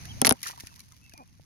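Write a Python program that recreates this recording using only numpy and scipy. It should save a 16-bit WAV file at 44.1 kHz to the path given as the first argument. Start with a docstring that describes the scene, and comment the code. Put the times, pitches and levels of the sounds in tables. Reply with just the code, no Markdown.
"""Feed pellets, thrown to ducklings from a dock, rap on the microphone's housing and excite the
resonances of its ports, shell and body. The rest showers onto the pond as a patter of small impacts,
with single drops and trapped bubbles that ring as damped oscillators. Ducklings peep and a duck
clucks softly in harmonic tones, while water gurgles and laps under a light breeze."""
import sys
import numpy as np
from scipy import signal
from scipy.fft import rfft, irfft, next_fast_len
from scipy.io import wavfile

SR = 44100
rng = np.random.default_rng(int(sys.argv[2]) if len(sys.argv) > 2 else 0)


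def to_wav(sig):
    """Store sig (one row per channel, or 1-D mono) as 16-bit WAV at the path in sys.argv[1].

    Samples outside -1..1 are clipped; the rate is SR.
    """
    pcm = np.clip(np.atleast_2d(sig), -1, 1) * 32767
    pcm = np.round(pcm).astype(np.int16)
    wavfile.write(sys.argv[1], SR, pcm.T)  # frames by channels


N = 63945
T = np.arange(N) / SR
WATER_CORRELATION = .35  # between the two channels

# spectrum of a splash: frequency_hz, level_db
SPLASH = [(290, -45.5), (500, -24.5), (1260, -11), (1840, -6), (3490, -8.5), (5880, -6), (7750, -16.5),
          (10500, -1), (16000, -21)]


def from_db(db):
    """Decibels to amplitude ratio."""
    return 10 ** (np.asarray(db) / 20)


def rms_one(x):
    """Normalisation to rms 1."""
    return x / np.sqrt(np.mean(x ** 2) + 1e-20)


def in_time(rows):
    """Linear interpolation of each column of a time curve at every sample."""
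    time_s, *columns = np.transpose(rows)
    return [np.interp(T, time_s, column) for column in columns]


def at_hz(spectrum, hz):
    """Interpolation of a spectrum on a log-frequency axis."""
    frequency_hz, level_db = np.transpose(spectrum)
    return np.interp(np.log(hz + 1), np.log(frequency_hz), level_db)


def colour(x, spectrum):
    """Minimum-phase filtering at unit power: a source spectrum times each port's response."""
    # responses of the left and right microphone ports, each: frequency_hz, gain_db
    port_responses = [
        [(2000, 0.5), (4500, 1), (6400, 11), (7600, 2.5), (10300, 4), (13000, 1)],
        [(2000, 2), (4500, 9), (6400, 5.5), (7600, 5.5), (10300, -8.5), (13000, 4)],
    ]
    size = 2 * next_fast_len(N)
    hz = np.fft.rfftfreq(size, 1 / SR)
    gain = rms_one(from_db([at_hz(spectrum, hz) + at_hz(port, hz) for port in port_responses]))
    cepstrum = irfft(np.log(gain + 1e-9))
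    causal_fold = np.r_[1, np.full(size // 2 - 1, 2), 1, np.zeros(size // 2 - 1)]
    return irfft(rfft(x, size) * np.exp(rfft(cepstrum * causal_fold)))[:, :N]


def butterworth(x, hz, kind):
    """Maximally flat filtering."""
    return signal.sosfilt(signal.butter(2, hz, kind, fs=SR, output="sos"), x)


def noise(correlation):
    """Partly correlated stereo white noise, mixed from mid and side signals."""
    mid, side = rng.standard_normal((2, N))
    return (np.sqrt(1 + correlation) * mid + np.sqrt(1 - correlation) * side * [[1], [-1]]) / np.sqrt(2)


def clicks(start_s, db):
    """One impulse at each given time."""
    out = np.zeros(N)
    np.add.at(out, np.clip(np.atleast_1d(start_s) * SR, 0, N - 1).astype(int), from_db(db))
    return out


def ring(x, hz, t60_s):
    """Damped oscillator: a unit impulse starts a decaying sine of amplitude 1."""
    radius, angle = from_db(-60 / (t60_s * SR)), 2 * np.pi * hz / SR
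    return signal.lfilter([0, np.sin(angle)], [1, -2 * radius * np.cos(angle), radius ** 2], x + 1e-18)


def fade(x, decay_s):
    """Leaky integration: each impulse becomes an exponential decay."""
    return signal.lfilter([1], [1, -np.exp(-1 / (decay_s * SR))], x + 1e-18)


def waver(smoothing_s=.0015):
    """Quick random modulation: twice-smoothed noise of rms 1."""
    return rms_one(fade(fade(rng.standard_normal(N), smoothing_s), smoothing_s))


def struck(start_s, db, modes, spread_s, lag_cycles, right_lag_cycles=.2):
    """Modal superposition: blows reach each mode and channel with their own delay and strength."""
    out = np.zeros((2, N))
    for channel, cycles in enumerate([lag_cycles, lag_cycles + right_lag_cycles]):
        for k, (hz, mode_db, t60_s) in enumerate(modes):
            arrival_s = start_s + cycles / hz + spread_s * rng.random(len(start_s))
            blows = clicks(arrival_s, db + mode_db + rng.standard_normal(len(start_s)))
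            out[channel] += (-1) ** k * ring(blows, hz, t60_s)
    return out


def breeze():
    """Wind noise: air flowing over the ports makes a low rumble."""
    # strength of the rumble: time_s, level_db
    envelope = [(0.0, -47.5), (0.2, -41), (0.37, -55.5), (1.45, -59.5)]
    # spectrum of the rumble: frequency_hz, level_db
    spectrum = [(25, -21), (80, -4), (146, -6), (250, -15.5), (500, -38), (1100, -92)]
    db, = in_time(envelope)
    return from_db(db) * rms_one(colour(noise(correlation=.2), spectrum))


def ripples():
    """Incoherent summation: many ripples merge into a wash of broadband noise."""
    # strength of the wash: time_s, level_db
    envelope = [(0, -50), (0.2, -52), (0.36, -61.5), (0.7, -66), (1.45, -70.5)]
    # spectrum of the wash: frequency_hz, level_db
    spectrum = [(300, -12.5), (900, -1), (1400, -6.5), (2200, -1.5), (3400, -11.5), (6400, -6), (7300, -31),
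                (10000, -7.5), (16000, -26)]
    db, = in_time(envelope)
    return from_db(db) * rms_one(colour(noise(WATER_CORRELATION), spectrum))


def gurgles(wobble_depth=.016):
    """Frequency glide: each gurgle swells and fades while its unsteady pitch climbs ever faster."""
    # faint gurgles of the water: start_s, length_s, start_hz, end_hz, level_db
    glides = [(0.047, 0.09, 700, 1006, -56), (0.164, 0.04, 530, 910, -54.5), (1.131, 0.043, 620, 1300, -57)]
    out = np.zeros(N)
    wobble = 1 + wobble_depth * waver()
    for start_s, length_s, start_hz, end_hz, db in glides:
        progress = np.clip((T - start_s) / length_s, 0, 1)
        hz = wobble * (start_hz + (end_hz - start_hz) * progress ** 2)
        swell = 2 * np.sqrt(progress * (1 - progress))
        out += from_db(db) * swell * np.sin(2 * np.pi * np.cumsum(hz) / SR)
    return out


def bubbles(relative_rise_per_s=.96, attack_s=.00032):
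    """Bubble resonance: larger bubbles ring down, rising in pitch as they near the surface."""
    # bubbles left by the feed and the birds: start_s, pitch_hz, level_db, t60_s
    resonances = [(0.049, 1662, -40, 0.029), (0.438, 2020, -31.5, 0.026), (0.455, 1807, -37, 0.17),
                  (0.464, 1400, -26.5, 0.019), (0.535, 780, -46.5, 0.06), (0.577, 956, -39, 0.062),
                  (1.12, 1650, -50, 0.028)]
    out = np.zeros((2, N))
    for start_s, hz, db, t60_s in resonances:
        age_s = np.maximum(T - start_s, 0)
        phase = 2 * np.pi * hz * (age_s + relative_rise_per_s * age_s ** 2 / 2)
        envelope = from_db(db - 60 * age_s / t60_s) * (1 - np.exp(-age_s / attack_s))
        out += envelope * np.sin(phase)
    return out


def drops(plip_range_hz=(1700, 2600), plip_gain_db=-13):
    """Impact and air entrainment: each drop makes a sharp splash, then the plip of a small bubble."""
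    # single drops and clumps landing: start_s, level_db, decay_s
    landings = [(0.054, -35, 0.0028), (0.4166, -39.5, .002), (0.4299, -26.5, 0.0044), (0.468, -34, 0.0053),
                (0.4715, -37, .0015), (0.488, -31.5, 0.002), (0.51, -36, .002), (0.599, -38.5, 0.0057),
                (0.605, -36, 0.003), (0.6703, -35.5, 0.0031), (0.76, -44, 0.0032), (0.793, -43, 0.0046),
                (0.804, -41, 0.00264), (0.921, -45.5, 0.0027), (0.965, -52, 0.0029), (1.095, -45.5, 0.0023),
                (1.136, -41, 0.0022), (1.177, -39, 0.00136)]
    envelope = sum(fade(clicks(start_s, db), decay_s) for start_s, db, decay_s in landings)
    pitches_hz = rng.uniform(*plip_range_hz, len(landings))
    plips = sum(ring(clicks(start_s + decay_s, db + plip_gain_db), hz, t60_s=.035)
                for (start_s, db, decay_s), hz in zip(landings, pitches_hz))
    return colour(envelope * noise(WATER_CORRELATION), SPLASH) + plips


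def ducklings(wobble_depth=.008, shimmer_rms_db=2, overtone_db=-20):
    """Jitter and shimmer: a small throat's thin whistle wavers along a parabola of pitch."""
    # duckling peeps: start_s, length_s, start_hz, middle_hz, end_hz, level_db
    peeps = [(0.083, 0.043, 2750, 3260, 2830, -45.5), (0.634, 0.023, 2720, 2500, 2120, -64),
             (0.687, 0.074, 2640, 2636, 2360, -66), (1.019, 0.076, 2600, 2670, 2555, -58.5),
             (1.112, 0.0224, 3076, 2590, 2400, -61), (1.121, 0.12, 2570, 2415, 2523, -59)]
    out = np.zeros((2, N))
    wobble = 1 + wobble_depth * waver()
    shimmer_db = shimmer_rms_db * waver()
    for start_s, length_s, *pitches_hz, db in peeps:
        progress = np.clip((T - start_s) / length_s, 0, 1)
        hz = wobble * np.polyval(np.polyfit([0, .5, 1], pitches_hz, 2), progress)
        phase = 2 * np.pi * np.cumsum(hz) / SR
        whistle = np.sin(phase) + from_db(overtone_db) * np.sin(2 * phase)
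        swell = 2 * np.sqrt(progress * (1 - progress))
        out += from_db(db + shimmer_db) * swell * whistle
    return out


def port_ticks(start_s, db, modes, rise_s=.00022, scuff_db=-14, rattle_db=-38):
    """Impulse response: a hard click, a brief scuff and a faint rattle excite a port's resonances."""
    hits = clicks(start_s, db)
    scuff = from_db(scuff_db) * fade(hits, decay_s=.0005)
    rattle = from_db(rattle_db) * fade(hits, decay_s=.003)
    contact = hits + rng.standard_normal(N) * (scuff + rattle)
    # each resonance acts twice, so a click swells for rise_s and dies quickly
    t60_s = np.log(1000) * rise_s
    unit_peak = 2 * np.e / (rise_s * SR)
    return unit_peak * sum(from_db(gain_db) * ring(ring(contact, hz, t60_s), hz, t60_s)
                           for hz, gain_db in modes)


def shell_knocks(start_s, db, pitch_hz, chatter_db=5.5, chatter_band_hz=(600, 4800)):
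    """Free vibration: the shell rings at a pitch set by where a pellet lands, and chatters briefly."""
    knocks = sum(ring(clicks(s, level), hz, t60_s=.015) for s, level, hz in zip(start_s, db, pitch_hz))
    envelope = fade(clicks(start_s, db + chatter_db), decay_s=.003)
    chatter = butterworth(envelope * noise(0), chatter_band_hz, "band")
    return from_db([[-5], [-1]]) * (knocks + chatter)  # louder on the right


def pellets(body_t60_s=.053, low_cut_hz=118, jolt_hz=116):
    """Impact excitation: pellets tick in the ports, knock the shell and thud through the body."""
    # pellets on the housing: start_s, left_tick_db, right_tick_db, knock_db, knock_hz, thud_db
    impacts = [(0.2164, 0.5, -7.5, -15.5, 3280, -18), (0.2479, -18, -4, -8, 2150, -22),
               (0.2535, -7, -7, -16.5, 4300, -42.5), (0.2615, -3, -17.5, -31, 1400, -46.5),
               (0.2656, -13.5, -14.5, -29.5, 4300, -41.5), (0.2691, 4, -1, -13, 4500, -45.5),
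               (0.2743, -6.5, -7, -14, 830, -22.5), (0.2923, -0.5, -2.5, -22.5, 360, -31.5),
               (0.2942, -4, -14, -23, 380, -42.5), (0.304, -11.5, -29, -28, 1500, -58.5),
               (0.309, -8.5, -10.5, -11, 1450, -15.5), (0.3238, -3, -42, -29, 1500, -37.5)]
    # resonances of the left and right microphone ports: frequency_hz, gain_db
    left_port = [(1450, -11.5), (6200, -13), (10400, -0.5), (14000, -26.5)]
    right_port = [(4250, -20.5), (5700, -4), (9800, -14.5), (12400, -15)]
    # modes of the housing's body: frequency_hz, gain_db
    body = [(150, -20.5), (246, 2.5), (338, -12), (425, -5.5), (550, -7.5), (655, -3), (782, -4.5),
            (890, -8.5), (1330, -13.5), (2120, -14.5)]
    start_s, left_db, right_db, knock_db, knock_hz, thud_db = np.transpose(impacts)
    ticks = np.array([port_ticks(start_s, left_db, left_port), port_ticks(start_s, right_db, right_port)])
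    knocks = shell_knocks(start_s, knock_db, knock_hz)
    modes = [(hz, db, body_t60_s) for hz, db in body]
    # dispersion: low modes travel slower and arrive later
    thuds = struck(start_s, thud_db, modes, spread_s=.0012, lag_cycles=.85)
    # the heaviest pellet jolts the whole housing
    jolt = ring(clicks(start_s=.3125, db=-13.5), jolt_hz, t60_s=.016)
    raps = butterworth(ticks + knocks + thuds, low_cut_hz, "high")
    return raps + butterworth(jolt, jolt_hz / 2, "high")


def grains(per_s, spread_db=5):
    """Shot noise: stereo clicks of uneven size arrive at random."""
    sizes = from_db(spread_db * np.minimum(rng.exponential(1, N), 3))
    return (rng.random(N) < per_s / SR) * sizes * noise(WATER_CORRELATION)


def shower(peak_grains_per_s=6000, peak_plips_per_pitch_per_s=60, fizz_db=-5):
    """Random impacts: feed patters on the water, denser when louder, and traps tiny ringing bubbles."""
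    # strength of the patter: time_s, level_db
    envelope = [(0.36, -61.5), (0.425, -59.5), (0.436, -45), (0.485, -37.5), (0.512, -45), (0.525, -52.5),
                (0.57, -58), (0.62, -56), (0.85, -62.5), (1.3, -69.5)]
    db, = in_time(envelope)
    density = np.sqrt(from_db(db - db.max()))
    impacts = grains(peak_grains_per_s * density)
    patter = rms_one(colour(impacts / np.sqrt(density), SPLASH))
    plips = sum(ring(grains(peak_plips_per_pitch_per_s * density), hz, t60_s=44 / hz)
                for hz in np.geomspace(950, 5200, 24))
    fizz = rms_one(plips / np.sqrt(density))
    return from_db(db) * (patter + from_db(fizz_db) * fizz)


def laps():
    """Damped resonance: wavelets slap hollowly under the dock."""
    # wavelets striking the dock: start_s, level_db
    slaps = [(0.635, -40), (1.138, -45.5), (1.396, -45.5)]
    # hollow modes under the dock: frequency_hz, gain_db, t60_s
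    modes = [(95.9, 2, 0.057), (255, 10.5, 0.0054), (646, -3, 0.012)]
    start_s, db = np.transpose(slaps)
    return struck(start_s, db, modes, spread_s=.00064, lag_cycles=.31)


def duck(jitter_depth=.07):
    """Harmonic series: a soft, low cluck falls in pitch, roughened by jitter."""
    # course of the cluck: time_s, pitch_hz, level_db
    cluck = [(1.173, 336.7, -67), (1.205, 276.7, -54.5), (1.228, 248, -61), (1.243, 255.7, -83)]
    # harmonics from the fundamental up: gain_db
    harmonics = [4, -1.5, 7, 4, -11, -15]
    hz, db = in_time(cluck)
    jitter = jitter_depth * rms_one(fade(rng.standard_normal(N), decay_s=.0024))
    phase = 2 * np.pi * np.cumsum(hz * (1 + jitter)) / SR
    sounding = (T > cluck[0][0]) & (T < cluck[-1][0])
    return sounding * sum(from_db(db + gain_db) * np.sin(k * phase)
                          for k, gain_db in enumerate(harmonics, start=1))


def scene(right_lag_s=.00043):
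    """Superposition at the microphone: sound from the water reaches the right port a little later."""
    water = shower() + drops() + bubbles() + gurgles() + laps()
    left, right = water + ducklings() + duck() + breeze() + ripples()
    return pellets() + np.array([left, np.interp(T - right_lag_s, T, right)])


def record(dry, ceiling=.85, stopband_hz=17200):
    """Saturation and band limiting: the loudest ticks overload softly, and the top treble is cut."""
    saturated = ceiling * np.tanh(dry / ceiling)
    return signal.sosfilt(signal.cheby2(12, 70, stopband_hz, fs=SR, output="sos"), saturated)


dry = scene()
out = record(dry)
to_wav(out)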